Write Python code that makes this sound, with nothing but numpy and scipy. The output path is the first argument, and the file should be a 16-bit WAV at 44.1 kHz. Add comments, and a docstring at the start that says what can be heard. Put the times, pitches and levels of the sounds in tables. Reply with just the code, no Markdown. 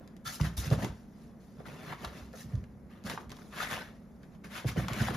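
"""Foam packing blocks rasp along a cardboard box as they are slid in, lifted and set down again.
The foam moves in tiny slips that hiss, squeak now and then and set the cardboard droning. It thumps
the box as it lands and knocks the flaps; plastic bags lying in the foam crackle.
Heard in stereo in a small, softly murmuring room; treble bands lie alternately in and out of phase."""
import sys
import numpy as np
from scipy import signal
from scipy.fft import rfft, irfft, next_fast_len
from scipy.io import wavfile
from scipy.ndimage import uniform_filter1d

SR = 44100
rng = np.random.default_rng(int(sys.argv[2]) if len(sys.argv) > 2 else 0)


def log_audio(samples):
    """Write samples as a 16-bit WAV file to the path given in sys.argv[1]."""
    # one column per channel
    frames = np.atleast_2d(samples).T
    # limit to full scale, then quantise
    limited = np.clip(frames, -1, 1)
    pcm = np.round(limited * 32767).astype(np.int16)
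    wavfile.write(sys.argv[1], SR, pcm)


N = 227820
TIME = np.arange(N) / SR


def amp(db):
    """Decibels to gain."""
    return 10 ** (np.asarray(db) / 20)


def unit_rms(x):
    """Scales to an rms of one."""
    return x / np.sqrt(np.mean(x ** 2) + 1e-20)


def value_at(points, hz):
    """Reads a curve on a log-frequency axis."""
    point_hz, value = np.transpose(points)
    return np.interp(np.log(hz + 1), np.log(point_hz + 1), value)


def colour(x, spectrum):
    """Filters by a spectrum in dB."""
    size = next_fast_len(x.shape[-1] + 2048)
    gain = amp(value_at(spectrum, np.fft.rfftfreq(size, 1 / SR)))
    return irfft(rfft(x, size) * gain, size)[..., :x.shape[-1]]


def wander(rate_hz):
    """A random curve of unit spread, gliding from one value to the next."""
    steps = rng.standard_normal(N // 8)
    return unit_rms(np.interp(TIME * rate_hz, np.arange(len(steps)), steps))


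def add(mix, start_s, sound):
    """Lays a sound into the mix at a time."""
    part = mix[..., max(round(start_s * SR), 0):][..., :sound.shape[-1]]
    part += sound[..., :part.shape[-1]]


# Room tone at the microphone. Each row: frequency in Hz, relative level in dB.
ROOM_TONE_SPECTRUM = [(20, -14.5), (40, -8), (62, 3), (95, -5.5), (140, -0.5), (220, 5), (310, -9),
                      (550, -13), (1000, -23), (2000, -30), (4000, -54), (8000, -45), (15500, -46)]
def room_tone(level_db):
    """The steady low murmur of the room."""
    return amp(level_db) * unit_rms(colour(rng.standard_normal((2, N)), ROOM_TONE_SPECTRUM))


# The small room around the box. Each row: frequency in Hz, time to fall 60 dB (t60) in seconds.
ROOM_DECAY = [(100, 0.42), (500, 0.32), (2000, 0.42), (6000, 0.3), (15000, 0.07)]
def room(x, wet_db):
    """Adds close echoes off the box walls and sparse room reflections, each band dying at its own rate."""
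    taps = rng.standard_normal((2, SR // 2)) * (rng.random((2, SR // 2)) < .07)
    taps[:, :SR // 250] = 0  # the room answers after 4 ms
    box_delays = rng.integers(SR // 800, SR // 90, (2, 8))
    np.put_along_axis(taps, box_delays, 2.5 * rng.choice([-1, 1], (2, 8)), axis=1)
    hz, t, bands = signal.stft(taps, SR, nperseg=256)
    decay = amp(-60 * t / value_at(ROOM_DECAY, hz)[:, None])
    tail = signal.istft(bands * decay, SR, nperseg=256)[1]
    return x + amp(wet_db) * signal.fftconvolve(x, tail / np.linalg.norm(tail[0]), axes=1)[:, :N]


# The stereo image. Each row: frequency in Hz, left-right likeness from 0 to 1,
# phase lead of the left in radians, left minus right in dB.
STEREO_IMAGE = [(100, .93, 0, -.7), (500, .83, .2, -.6), (1000, .68, .1, 1.1), (1800, .6, -.2, 3),
                (3000, .6, .6, 1.2), (5500, .6, 0, 1.3), (7000, .65, -1.1, 1), (7800, .998, -3.1, 0),
                (8800, .998, -3.17, 0), (9700, .55, -4.5, 0), (10800, .995, -6.27, 0),
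                (12500, .995, -6.29, 0), (13300, .45, -7.6, 0), (14300, .995, -9.42, 0)]
def stereo_image(x):
    """Makes left and right of a shared and a differing row; treble bands alternate in and out of phase."""
    hz = np.fft.rfftfreq(N, 1 / SR)
    row_hz, *columns = np.transpose(STEREO_IMAGE)
    alike, lead, balance_db = (np.interp(hz, row_hz, column) for column in columns)
    shared = rfft(x[0]) * np.sqrt((1 + alike) / 2)
    apart = rfft(x[1]) * np.sqrt((1 - alike) / 2)
    left = (shared + apart) * amp(balance_db / 2)
    right = (shared - apart) * amp(-balance_db / 2) * np.exp(-1j * lead)
    return irfft([left, right], N)


# Plastic bags lying in the foam. Each row: start of a snap in seconds, relative level in dB.
BAG_SNAPS = [(0.0764, -42), (0.166, -42), (0.412, -22.5), (0.7032, -28), (0.846, -23), (2.0486, -25),
             (2.331, -43), (2.554, -41), (2.64, -46), (3.039, -38.5), (3.0638, -35.5), (3.0985, -23),
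             (3.2948, -38), (3.304, -36), (3.3182, -30), (3.368, -41), (3.712, -25.5), (3.7447, -43.5),
             (4.2317, -47.5), (4.8835, -21), (4.9335, -23)]
# The tone of their film. Each row: frequency in Hz, gain in dB.
FILM_SPECTRUM = [(300, -27), (1200, -8.5), (3000, -6), (4500, -7), (7000, -9.5), (10000, -16.5),
                 (15500, -21.5)]
def bag_snaps(crack_t60, flutter_db, flutter_t60):
    """A crease buckles with a sharp crack, and the film flutters briefly after it."""
    out, t = np.zeros((2, N)), np.arange(SR // 8) / SR
    fade = amp(-60 * t / crack_t60) + amp(flutter_db - 60 * t / flutter_t60)
    for start, db in BAG_SNAPS:
        add(out, start, amp(db) * fade * rng.standard_normal((2, len(t))))
    return colour(out, FILM_SPECTRUM)


def cardboard_bending(x, lag_s):
    """Bending waves travel as the root of frequency, so a blow arrives as a quick falling chirp."""
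    size = next_fast_len(N + SR // 4)
    hz = np.fft.rfftfreq(size, 1 / SR)
    delay = lag_s * (np.sqrt(1500 / np.clip(hz, 100, 1500)) - 1)
    phase = 2 * np.pi * np.cumsum(delay) * SR / size
    return irfft(rfft(x, size) * np.exp(-1j * phase), size)[..., :N]


# Foam catching on the flaps of the box. Each row: start in seconds, relative level in dB,
# pitch in Hz, t60 of the modes in seconds.
FLAP_KNOCKS = [(0.398, -24, 1140, 0.031), (0.7102, -24.5, 520, 0.13), (.7825, -31, 685, .06),
               (0.847, -27.5, 890, 0.053), (1.5999, -32.5, 610, 0.057), (1.655, -37.5, 1390, 0.046),
               (1.922, -24.5, 1030, 0.059), (2.0439, -21, 960, 0.041), (2.639, -42, 1819, 0.022),
               (3.1754, -20.5, 990, 0.034), (3.32, -35.5, 1150, 0.043), (3.387, -35.5, 1190, 0.028),
               (3.4187, -34.5, 1540, 0.015), (4.232, -45.5, 1480, 0.035), (4.4413, -36.5, 1510, 0.047),
               (4.511, -44, 1780, 0.043), (4.644, -20.5, 417, 0.051), (4.7605, -20, 350, 0.078),
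               (4.884, -18, 1040, 0.014), (5.0815, -15, 750, 0.03), (5.1, -25, 390, 0.11)]
def flap_knocks(level_db, breadth, rise_s, crack_db, crack_t60):
    """A flap answers with a short crack, then a dense, quickly damped cluster of modes."""
    out, t = np.zeros((2, N)), np.arange(SR // 4) / SR
    rise = 1 - np.exp(-t / rise_s)
    for start, db, hz, t60 in FLAP_KNOCKS:
        cluster = unit_rms(resonate(rng.standard_normal((2, len(t))), hz, breadth * hz))
        crack = amp(crack_db - 60 * t / crack_t60) * np.sin(2 * np.pi * hz * t) * np.array([[1], [.3]])
        add(out, start, amp(db + level_db) * rise * (crack + amp(-60 * t / t60) * cluster))
    return out


def resonate(x, hz, width_hz):
    """Two resonances in series at one pitch, the second twice as wide."""
    for width in (width_hz, 2 * width_hz):
        x = signal.lfilter(*signal.iirpeak(hz, hz / width, SR), x)
    return x


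# Foam landing on the box, a little right of the microphone. Each row: start in seconds,
# relative level in dB, pitch of the bounce in Hz, factor that stretches bounce and ring.
LANDINGS = [(.254, -40.5, 147, 1.1), (.397, -22, 149.4, 1.28), (0.401, -29, 70.5, 0.77),
            (.429, -34, 144.5, 1.4), (0.569, -29.5, 74.5, 1), (.66, -29, 152.3, .91),
            (.704, -16.5, 135, 1.04), (.803, -33.5, 199.3, 1.6), (.888, -35, 86, 0.72),
            (2.047, -40, 71, 0.95), (2.21, -44.5, 70.4, 0.8), (2.434, -36.5, 169.6, 1.02),
            (2.524, -27.5, 109, 1.3), (2.562, -33, 79.5, 0.96), (3.039, -35, 175, 0.86),
            (3.26, -44, 68, 0.58), (4.645, -24.5, 126, 0.53), (4.676, -40.5, 85, 0.52),
            (4.763, -23, 170, 1.3), (4.904, -30.5, 142, 0.45), (4.995, -25, 112, 0.7),
            (4.997, -25, 216, 1.5), (5.086, -29.5, 232, 0.82), (5.13, -41, 200, 0.8)]
# The modes of the box. 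Each row: frequency in Hz, relative level in dB, unstretched t60 in seconds.
BOX_MODES = [(61.8, -3, 0.26), (98.7, 0, 0.043), (121.3, -4, 0.16), (169, -0.5, 0.075), (193.7, -8, 0.2),
             (238.5, -3.5, 0.096), (314, -10.5, 0.11), (322.5, -5, 0.071), (435, -45, 0.031),
             (565, -14.5, 0.064)]
def box_thumps(level_db, box_db, give_s, breadth):
    """The block bounces on its springy foam for a few cycles; box modes near that pitch ring on."""
    out, t = np.zeros(N), np.arange(SR // 3) / SR
    for start, db, pitch_hz, stretch in LANDINGS:
        squeeze = t / (give_s * stretch)
        bounce = squeeze ** 2 * np.exp(2 * (1 - squeeze)) * np.sin(2 * np.pi * pitch_hz * t)
        box = np.zeros(len(t))
        for k, (hz, mode_db, t60) in enumerate(BOX_MODES):
            coupling = (-1) ** k / (1 + (np.log(hz / pitch_hz) / breadth) ** 2)
            box += coupling * amp(mode_db - 60 * t / (t60 * stretch)) * np.sin(2 * np.pi * hz * t)
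        box *= 1 - np.exp(-2 * squeeze)
        thump = bounce + amp(box_db) * box / abs(box).max()
        add(out, start, amp(db + level_db) * thump / abs(thump).max())
    return out


def slips(per_s, spread_db, judder_db, judder_hz):
    """Foam cells let go one by one, in unequal slips that swell and ebb as the block judders."""
    size = amp(spread_db * np.minimum(rng.exponential(1, N), 4))
    lets_go = rng.random(N) < per_s / SR
    return size * lets_go * rng.standard_normal((2, N)) * amp(judder_db * wander(judder_hz))


# Foam gripping the box wall. Each row: start in seconds, level in dB, length in seconds, pitch in Hz.
WALL_GRIPS = [(0.249, -38.5, 0.063, 1333), (2.323, -50, 0.054, 513), (3.802, -45, 0.032, 1542)]
# The resonances of a squeak. Each row: multiple of the pitch, width in Hz, relative level in dB.
FOAM_MODES = [(1, 69.5, 4), (1.27, 130, -6.5), (2.6, 131, -8.5), (3.4, 160, -9.5)]
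def foam_squeaks():
    """Quick slips ring a few resonances of the squeezed block."""
    out = np.zeros((2, N))
    drive = slips(per_s=3000, spread_db=2, judder_db=3, judder_hz=300)
    for start, db, length, hz in WALL_GRIPS:
        ring = sum(amp(mode_db) * resonate(drive, k * hz, width) for k, width, mode_db in FOAM_MODES)
        grip = ring[:, round(start * SR):round((start + length) * SR)]
        add(out, start, amp(db) * unit_rms(grip) * signal.windows.tukey(grip.shape[1], .7))
    return out


# Foam along cardboard or skin. One block goes into the box; the other is lifted at 0.9 s, turned in
# the hand from 2.9 s and pushed in from 4.2 s. Each row: start in seconds, push in seconds,
# t60 in seconds, relative rasp level in dB, hiss offset in dB, drone offset in dB.
FOAM_STROKES = [ (0, 0.0072, 1, -68, -16, 12.5), (0.244, 0.031, 0.3, -41.5, -3.5, -28),
                (.29, 0.062, 0.15, -52.5, 4, -26), (.39, 0.017, .5, -49.5, -6, 1),
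                (0.426, 0.028, 0.16, -37.5, -14, -17), (.565, .014, 0.36, -50, 5.5, -1),
                (0.587, 0.079, 0.17, -43, -8.5, -6), (0.698, 0.035, 0.11, -40, -9, 10),
                (.745, 0.095, 0.25, -43.5, -9.5, 7.5), (.9, 0.062, 1.2, -71.5, -3, 2),
                (1.081, 0.16, 0.45, -68, -5.5, 5), (1.39, 0.025, 1.6, -72, -2.5, -35),
                (1.55, .05, 0.72, -63.5, -11, 10.5), (1.648, 0.019, 1.1, -52, -12, 4),
                (1.701, 0.23, 0.17, -45.5, -18.5, -2.5), (1.959, 0.082, 0.5, -49, -13, 2),
                (2.089, 0.084, 0.54, -53.5, -9, 4), (2.315, 0.092, 0.22, -56.5, 0.5, -13),
                (2.45, 0.075, 0.53, -62.5, -9, 10.5), (2.888, 0.026, 0.86, -60, -21, -1),
                (3.038, 0.036, 0.09, -44, -6.5, 2), (3.074, 0.031, 0.26, -41, -10, 2.5),
                (3.18, 0.028, 0.16, -60, -4.5, 15.5), (3.29, 0.026, 0.29, -57, -13, 8),
                (3.344, 0.019, 2.4, -65.5, -2.5, 9), (3.498, 0.076, 0.39, -43.5, -14.5, -12),
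                (3.555, 0.071, 0.31, -34, -15, -19), (3.658, 0.074, 0.39, -35, -15.5, -8.5),
                (4.2, 0.041, 0.19, -67, -9, -19), (4.29, 0.062, 0.1, -65, -14, -5),
                (4.435, .012, 0.23, -51.5, -10, -2), (4.487, 0.091, 0.24, -40, -12, -14.5),
                (4.655, 0.033, .17, -39.5, -6.5, -11), (4.746, 0.048, 0.38, -41.5, -12.5, -2),
                (4.87, 0.033, 1.5, -42, -21, -2.5), (4.92, 0.097, 0.42, -37.5, -11, -4),
                (5.02, 0.059, 0.35, -40, -16, -13), (5.124, 0.022, .4, -42, -11, 4.5), ]
def strokes(held_rasp_db, held_hiss_db):
    """Each stroke gathers speed, then dies away; gives the strength of rasp, hiss and drone over time."""
    # held foam never lies quite still, so a faint rasp and hiss go on between strokes
    rasp, hiss = np.full(N, amp(held_rasp_db) ** 2), np.full(N, amp(held_hiss_db) ** 2)
    drone, t = np.zeros(N), np.arange(SR) / SR
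    for start, push_s, t60, db, hiss_db, drone_db in FOAM_STROKES:
        speed = np.minimum(t / push_s, 1) ** 1.17 * amp(-60 * np.maximum(t - push_s, 0) / t60)
        add(rasp, start, (amp(db) * speed) ** 2)
        add(hiss, start, (amp(db + hiss_db) * speed ** 0.96) ** 2)
        add(drone, start, (amp(db + drone_db) * speed) ** 2)
    return np.sqrt([rasp, hiss, drone])


def shifting_contact(x, patchy_db):
    """The patch of contact keeps shifting, so resonances come and go."""
    bands = signal.stft(x, nperseg=512)[2]
    patches = uniform_filter1d(rng.standard_normal(bands.shape[1:]), size=4, axis=0)
    patches = unit_rms(uniform_filter1d(patches, size=3, axis=1))
    return signal.istft(bands * amp(patchy_db * patches), nperseg=512)[1][:, :N]


# The four voices of foam sliding at the box. Each row: frequency in Hz, relative level in dB.
CARDBOARD_DRONE = [(60, -12), (150, 13), (260, 3.5), (520, 1), (750, -4), (1100, -12), (2500, -49)]
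FOAM_RASP = [(350, -21.5), (650, -6.5), (900, -4.5), (1350, -1), (1800, -1), (2600, -6.5), (3600, -9.5),
             (6000, -22)]
SURFACE_HISS = [(1600, -27), (2800, -7), (3800, -0.5), (5800, 1.5), (7500, -2), (10000, -3), (15500, -30)]
FINE_SIZZLE = [(5000, -3), (7500, -5), (10500, -1), (15500, 10.5)]
def foam_sliding(rasp_db, hiss_db, drone_db, sizzle_db, sizzle_growth):
    """Slips rasp in the foam, hiss at its skin and set the cardboard droning; the finest ones sizzle."""
    coarse = shifting_contact(slips(per_s=6500, spread_db=-1, judder_db=0.5, judder_hz=259.7), patchy_db=3)
    fine = shifting_contact(slips(per_s=10000, spread_db=1, judder_db=0.5, judder_hz=215.5), patchy_db=3)
    rasping, hissing, droning = strokes(held_rasp_db=-84, held_hiss_db=-85.5)
    sizzling = rasping * (hissing / rasping) ** sizzle_growth  # strongest under a light, fast touch
    return (amp(rasp_db) * rasping * unit_rms(colour(coarse, FOAM_RASP))
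            + amp(hiss_db) * hissing * unit_rms(colour(fine, SURFACE_HISS))
            + amp(drone_db) * droning * unit_rms(colour(coarse, CARDBOARD_DRONE))
            + amp(sizzle_db) * sizzling * unit_rms(colour(fine, FINE_SIZZLE)))


def scene():
    """All the handling, heard in stereo in the small room."""
    sliding = foam_sliding(rasp_db=-1, hiss_db=2, drone_db=0.5, sizzle_db=2.5, sizzle_growth=1.84)
    foam = room(sliding + foam_squeaks(), wet_db=-12)
    knocks = flap_knocks(level_db=-7.5, breadth=0.45, rise_s=0.0014, crack_db=6.5, crack_t60=0.0065)
    flaps = room(cardboard_bending(knocks, lag_s=0.0023), wet_db=-10.5)
    bags = room(bag_snaps(crack_t60=.012, flutter_db=-12, flutter_t60=.035), wet_db=-8)
    thumps = box_thumps(level_db=.5, box_db=0.5, give_s=0.0098, breadth=0.7)
    landing = cardboard_bending(thumps, lag_s=0.00313)
    box = room(np.array([landing, -.4 * landing]), wet_db=-4.5)  # a little to the right
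    return stereo_image(foam + flaps + bags + box + room_tone(level_db=-51.5))


def record(dry):
    """The recorder's band limit: a steep low-pass at 15.8 kHz."""
    low_pass = signal.firwin(511, 15800, window=("kaiser", 9), fs=SR)
    return signal.oaconvolve(dry, low_pass[None], "same")


dry = scene()
out = record(dry)
log_audio(out)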